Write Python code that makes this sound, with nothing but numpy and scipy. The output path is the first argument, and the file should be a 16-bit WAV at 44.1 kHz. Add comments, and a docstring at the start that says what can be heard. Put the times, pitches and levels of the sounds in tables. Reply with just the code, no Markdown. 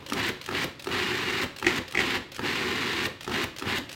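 """Food processor pulsed in a kitchen

A dying spin, then eight motor pulses chop vegetables in a plastic bowl; a last lever press closes the scene.
Shaft harmonics and shaped noise make the motor, with knocks and growl at each start and a jolt at each stop.
Grainy noise is the churn of the pieces; twice, groups of hard chunks crack and excite damped bowl modes.
Lever and switch are short noise bursts. Decaying noise gives the reverberation over a steady background."""
import sys
import numpy as np
from scipy import signal
from scipy.fft import rfft, irfft, next_fast_len
from scipy.io import wavfile
from scipy.ndimage import map_coordinates

SR = 44100
rng = np.random.default_rng(int(sys.argv[2]) if len(sys.argv) > 2 else 0)


def unload_wav(signal):
    """Save mono or channel-first audio to the path in sys.argv[1] as 16-bit WAV at rate SR, clipped to [-1, 1]."""
    wavfile.write(
        sys.argv[1],
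        SR,
        np.round(np.clip(np.atleast_2d(signal).T, -1, 1) * 32767).astype(np.int16),
    )


N = 174195  # samples


def amp(db):
    """Decibel law: amplitude ratio of a level in dB."""
    return 10 ** (np.asarray(db) / 20)


def unit(x):
    """Normalisation to an rms of 1."""
    return x / np.sqrt(np.mean(x ** 2) + 1e-20)


def along(points, hz):
    """Interpolation of (f/Hz, value) points on a logarithmic frequency axis."""
    f, value = np.transpose(points)
    return np.interp(np.log(hz + 1), np.log(f + 1), value)


def since(start):
    """Elapsed time: seconds since start, zero before it."""
    return np.maximum(np.arange(N) / SR - start, 0)


def wobble(rate):
    """Slow random modulation: a smooth curve through rate random knots a second."""
    knots = rng.standard_normal(int(N * rate / SR) + 4)
    return map_coordinates(knots, [np.arange(N) * rate / SR])


def filtered(x, response):
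    """Linear filtering: the spectrum of x times a response of frequency."""
    m = next_fast_len(N + SR // 2)
    hz = np.fft.rfftfreq(m, 1 / SR)
    return irfft(rfft(x, m) * response(hz), m)[:N]


def noise(spectrum, grain=1):
    """Source-filter principle: white noise weighted by grain, then coloured, with rms 1."""
    excitation = grain * rng.standard_normal(N)
    return unit(filtered(excitation, lambda hz: amp(along(spectrum, hz))))


def bursts(rows, attack, t60):
    """Exponential decay: a fast rise and a 60 dB fall in t60 seconds for each (t/s, level/dB) row."""
    out, t = np.zeros(N + SR), np.arange(SR // 2) / SR
    shape = amp(-60 * t / t60) * (1 - np.exp(-t / attack))
    for start, db in rows:
        out[round(start * SR):][:len(t)] += amp(db) * shape
    return out[:N]


def ring(rows, modes, attack, scatter_db):
    """Modal synthesis: each (t/s, level/dB) blow excites damped modes, a little differently each time."""
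    out, t = np.zeros(N + SR), np.arange(SR // 10) / SR
    for start, blow_db in rows:
        tone = 0
        for hz, db, t60 in modes:
            decay = amp(db + scatter_db * rng.normal() - 60 * t / t60)
            detuned_hz = hz * (1 + .015 * rng.normal())
            tone = tone + decay * np.sin(2 * np.pi * detuned_hz * t)
        out[round(start * SR):][:len(t)] += amp(blow_db) * tone * (1 - np.exp(-t / attack))
    return out[:N]


# motor pulses; the first is just dying away: on t/s, off t/s
PULSES = [(-.3, -.025), (.122, .298), (.488, .643), (.870, 1.439), (1.625, 1.785), (1.948, 2.175),
          (2.393, 3.064), (3.276, 3.441), (3.622, 3.784)]
SPIN_UP_S, BRAKE_S = .058, .018  # time to reach full speed, time constant of stopping


def drive():
    """Rotational inertia: linear run-up and exponential braking; relative speed and starting current."""
    speed, inrush = 0, 0
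    for on, off in PULSES:
        run_up = np.minimum(since(on) / SPIN_UP_S, 1)
        speed = speed + run_up * np.exp(-since(off) / BRAKE_S)
        inrush = inrush + (1 - np.exp(-since(on) / .028)) / (1 + (since(on) / .1) ** 8)
    return speed, inrush


BUZZ_HZ = 120  # twice the mains frequency


def buzz(depth):
    """Torque ripple: the torque pulsates at twice the mains frequency."""
    return np.exp(depth * np.cos(2 * np.pi * BUZZ_HZ * since(0)))


SHAFT_HZ = 29.85  # nominal full speed, turns a second
# audible harmonics of the shaft rotation: multiple, relative level/dB
SHAFT_ORDERS = [(4, -16), (5, -10), (8, -11.5), (12, -10.5), (13, -6)]
# noise spectra of running rumble, starting growl, stopping jolt and run-out rattle: f/Hz, relative level/dB
MOTOR = [(21, -54), (40, -22), (90, -11), (160, -8), (230, -4.5), (384, -1), (490, -13), (540, -12),
         (605, -23), (700, -21), (1200, -85)]
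GROWL = [(30, -28), (56, 3), (100, 0), (280, 3), (640, -7), (820, 0), (1100, -6), (1500, -5), (4000, -18),
         (9000, -32)]
JOLT = [(25, -32), (52, 3), (95, 3), (200, -2), (440, -5), (540, 0), (700, -14), (1000, -8), (9000, -55)]
COAST = [(30, -27), (55, 0), (300, 8), (680, -3), (1000, 3), (1500, -4), (4000, -6), (5000, -14),
         (10000, -28)]


def motor(speed, inrush):
    """Order tracking: shaft tones follow the speed; growl at starts, jolt and rattle at stops."""
    turns = np.cumsum(SHAFT_HZ * speed * (1 + .006 * wobble(8))) / SR
    tones = 0
    for multiple, db in SHAFT_ORDERS:
        level = amp(db + 1.8 * wobble(12))
        tones = tones + level * np.sin(2 * np.pi * (multiple * turns + rng.random()))
    running = amp(-39.5) * tones * speed + amp(-36) * noise(MOTOR) * speed ** .7
    growl = amp(-33.8) * inrush * noise(GROWL, buzz(depth=.4) * amp(1.5 * wobble(200)))
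    stops = [(max(off - .008, 0), 0) for on, off in PULSES]
    # the first stop precedes the scene: only its rattle is heard
    jolt = amp(-26.5) * noise(JOLT) * bursts(stops[1:], attack=.01, t60=.13)
    coast = amp(-39.3) * noise(COAST, amp(4 * wobble(110))) * bursts(stops, attack=.005, t60=.5)
    return running + growl + jolt + coast


# the blade strikes hard chunks: t/s, relative level/dB
CHUNKS = [(1.646, -16), (1.667, -3.5), (1.681, -15), (1.952, -13), (1.974, -10.5), (1.991, -9),
          (2.004, -13)]
# noise spectra of churned pieces and cracking chunks: f/Hz, relative level/dB
CHURN = [(350, -52), (600, -22), (778, -7), (880, -8), (1040, -4), (1240, -6), (1610, -4.5), (1770, -1),
         (2000, -1), (2630, -4), (2860, -2), (3060, -7), (3970, -8), (5070, -14.5), (5360, -18.5),
         (7440, -22.3), (10300, -32), (14200, -30), (15800, -35)]
CRACK = [(80, -7), (360, -1), (700, -14), (1550, -16), (1950, 2), (2500, 0), (3000, -6), (5100, -11),
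         (8000, -18), (11000, -34)]
# nominal modes of the plastic bowl: f/Hz, relative level/dB, t60/s
BOWL = [(350, -18, .06), (775, -30, .08), (1990, -2, .012), (2170, 0, .011), (2450, -5, .011),
        (3260, -12, .011)]


def chopping(speed):
    """Superposed impacts: small pieces spatter as noise; hard chunks crack, ring the bowl and crumble."""
    spatter = amp(1.5 * wobble(900) + 1.3 * wobble(150)) * buzz(depth=.08)
    churn = amp(-30.4) * noise(CHURN, spatter) * speed ** 2.2
    bites = [(strike - .002, db) for strike, db in CHUNKS]  # cracking leads the ringing
    cracks = amp(-6) * noise(CRACK) * bursts(bites, attack=.003, t60=.021)
    crumbs = amp(-22) * noise(CRACK) * bursts(bites, attack=.002, t60=.14)
    bowl = amp(7.3) * ring(CHUNKS, BOWL, attack=.002, scatter_db=1)
    return churn + cracks + crumbs + bowl


# the drive takes up its slack: t/s, relative level/dB
KNOCKS = [(.1213, -16.5), (.488, -18), (.5105, -22), (.870, -18.5), (.888, -21.5), (1.625, -16.5),
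          (1.947, -20), (2.392, -18), (3.276, -18), (3.294, -22), (3.313, -22), (3.622, -20)]
# nominal modes of the drive: f/Hz, relative level/dB, t60/s
DRIVE = [(380, -12, .04), (900, -9, .022), (1280, 0, .013), (1700, -4, .012), (2600, -8, .012)]
# noise spectrum of a dull tap, also heard in the lever: f/Hz, relative level/dB
TAP = [(100, -13), (550, -6), (1300, -7), (2700, 0), (4300, -2), (6000, -10), (10000, -19)]
NUDGE_LEAD_S, NUDGE_DB = .0105, -30  # the hub stirs before each start; level relative as in KNOCKS


def coupling():
    """Impact excitation: the hub nudges the shaft, then knocks on it and shakes the base at each start."""
    nudges = [(on - NUDGE_LEAD_S, NUDGE_DB) for on, off in PULSES[1:]]
    blows = KNOCKS + nudges
    rattle = amp(-11) * noise(TAP) * bursts(blows, attack=.0012, t60=.03)
    thump = amp(-9) * noise(MOTOR) * bursts(blows, attack=.002, t60=.05)
    return rattle + thump + amp(5) * ring(blows, DRIVE, attack=.002, scatter_db=1.5)


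# the lever is pressed, a dull tap: t/s
TAPS = [0.0622, 0.4125, 0.7945, 1.5622, 1.8795, 2.3175, 3.2072, 3.5618, 3.8916]
# the switch closes, brighter clicks: t/s, relative level/dB
CLICKS = [(0.0862, -29), (0.0987, -24.5), (0.1321, -18), (0.4404, -33), (0.4614, -26), (0.8225, -30),
          (0.843, -26), (1.5848, -28), (1.5963, -29), (1.9096, -31), (1.9225, -27), (2.3456, -30),
          (2.3638, -25.5), (3.2306, -30), (3.2445, -28), (3.5843, -25.5), (3.5947, -26), (3.915, -30),
          (3.9275, -27)]
# the switch snaps open: t/s, relative level/dB
SNAPS = [(0.2887, -30), (0.6424, -29), (1.4386, -32), (1.7844, -43), (3.0639, -32), (3.4411, -29),
         (3.7833, -30)]
# noise spectra of closing click, lever scrape and opening snap: f/Hz, relative level/dB
CLICK = [(100, -15), (550, -5), (1300, -6), (2500, 1), (6000, -6), (14000, -17)]
SCRAPE = [(300, -15), (1100, 0), (4000, -1), (5500, -7), (8000, -9), (10000, -17)]
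SNAP = [(500, -15), (2700, 3), (7000, -8), (10500, -11), (12200, -4), (13300, -8)]
# nominal mode of the housing: f/Hz, relative level/dB, t60/s
HOUSING = [(548, 0, .17)]


def lever():
    """Contact and friction noise: pressing taps, rubs and clicks; release scrapes, catches and snaps."""
    presses = [(start, 0) for start in TAPS]
    tap = amp(-26.5) * noise(TAP) * bursts(presses, attack=.003, t60=.028)
    housing = amp(-44.5) * ring(presses, HOUSING, attack=.003, scatter_db=2)
    rub = amp(-41) * noise(TAP, amp(5 * wobble(200))) * bursts(presses, attack=.02, t60=.3)
    click = amp(-3) * noise(CLICK) * bursts(CLICKS, attack=.0008, t60=.026)
    scrapes = [(opening - .027, 0) for opening, db in SNAPS]
    scrape = amp(-29) * noise(SCRAPE) * bursts(scrapes, attack=.004, t60=.07)
    catches = [(opening - .007, 0) for opening, db in SNAPS]
    catch = amp(-27) * noise(SCRAPE) * bursts(catches, attack=.0008, t60=.02)
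    snap = amp(4) * noise(SNAP) * bursts(SNAPS, attack=.0005, t60=.018)
    return tap + housing + rub + click + scrape + catch + snap


# reverberation time of the room: f/Hz, t60/s
KITCHEN = [(100, .35), (4000, .45), (15000, .27)]


def kitchen(x):
    """Reverberation: hard walls and cupboards answer, each frequency decaying at its own rate."""
    hz, t, z = signal.stft(rng.standard_normal(SR // 2), SR, nperseg=256)
    decay = amp(-60 * t / along(KITCHEN, hz)[:, None])
    tail = signal.istft(z * decay, SR, nperseg=256)[1]
    delayed = np.pad(x, (SR // 200, 0))  # the answer starts 5 ms late
    return signal.fftconvolve(delayed, tail / np.linalg.norm(tail))[:N]


# noise spectrum of the background: f/Hz, relative level/dB
AIR = [(35, -36), (60, -6), (139, 1), (197, -15), (307, -5), (663, -25), (1610, -18), (3810, -25),
       (15800, -54)]


def background():
    """Stationary noise: a steady coloured background."""
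    return amp(-52.5) * noise(AIR)


def scene():
    """Superposition: direct sound of the machine, its reverberation and the background."""
    speed, inrush = drive()
    machine = motor(speed, inrush) + chopping(speed) + coupling() + lever()
    return (machine + amp(-9) * kitchen(machine) + background())[None]


LOW_CUT_HZ, TOP_HZ = 40, 15900  # bass roll-off, upper band limit


def record(dry):
    """Band limitation: the microphone drops the deepest bass; nothing is kept above the band limit."""
    def response(hz):
        return (hz < TOP_HZ) / np.sqrt(1 + (LOW_CUT_HZ / (hz + 1)) ** 10)
    return filtered(dry[0], response)[None]


dry = scene()
out = record(dry)
unload_wav(out)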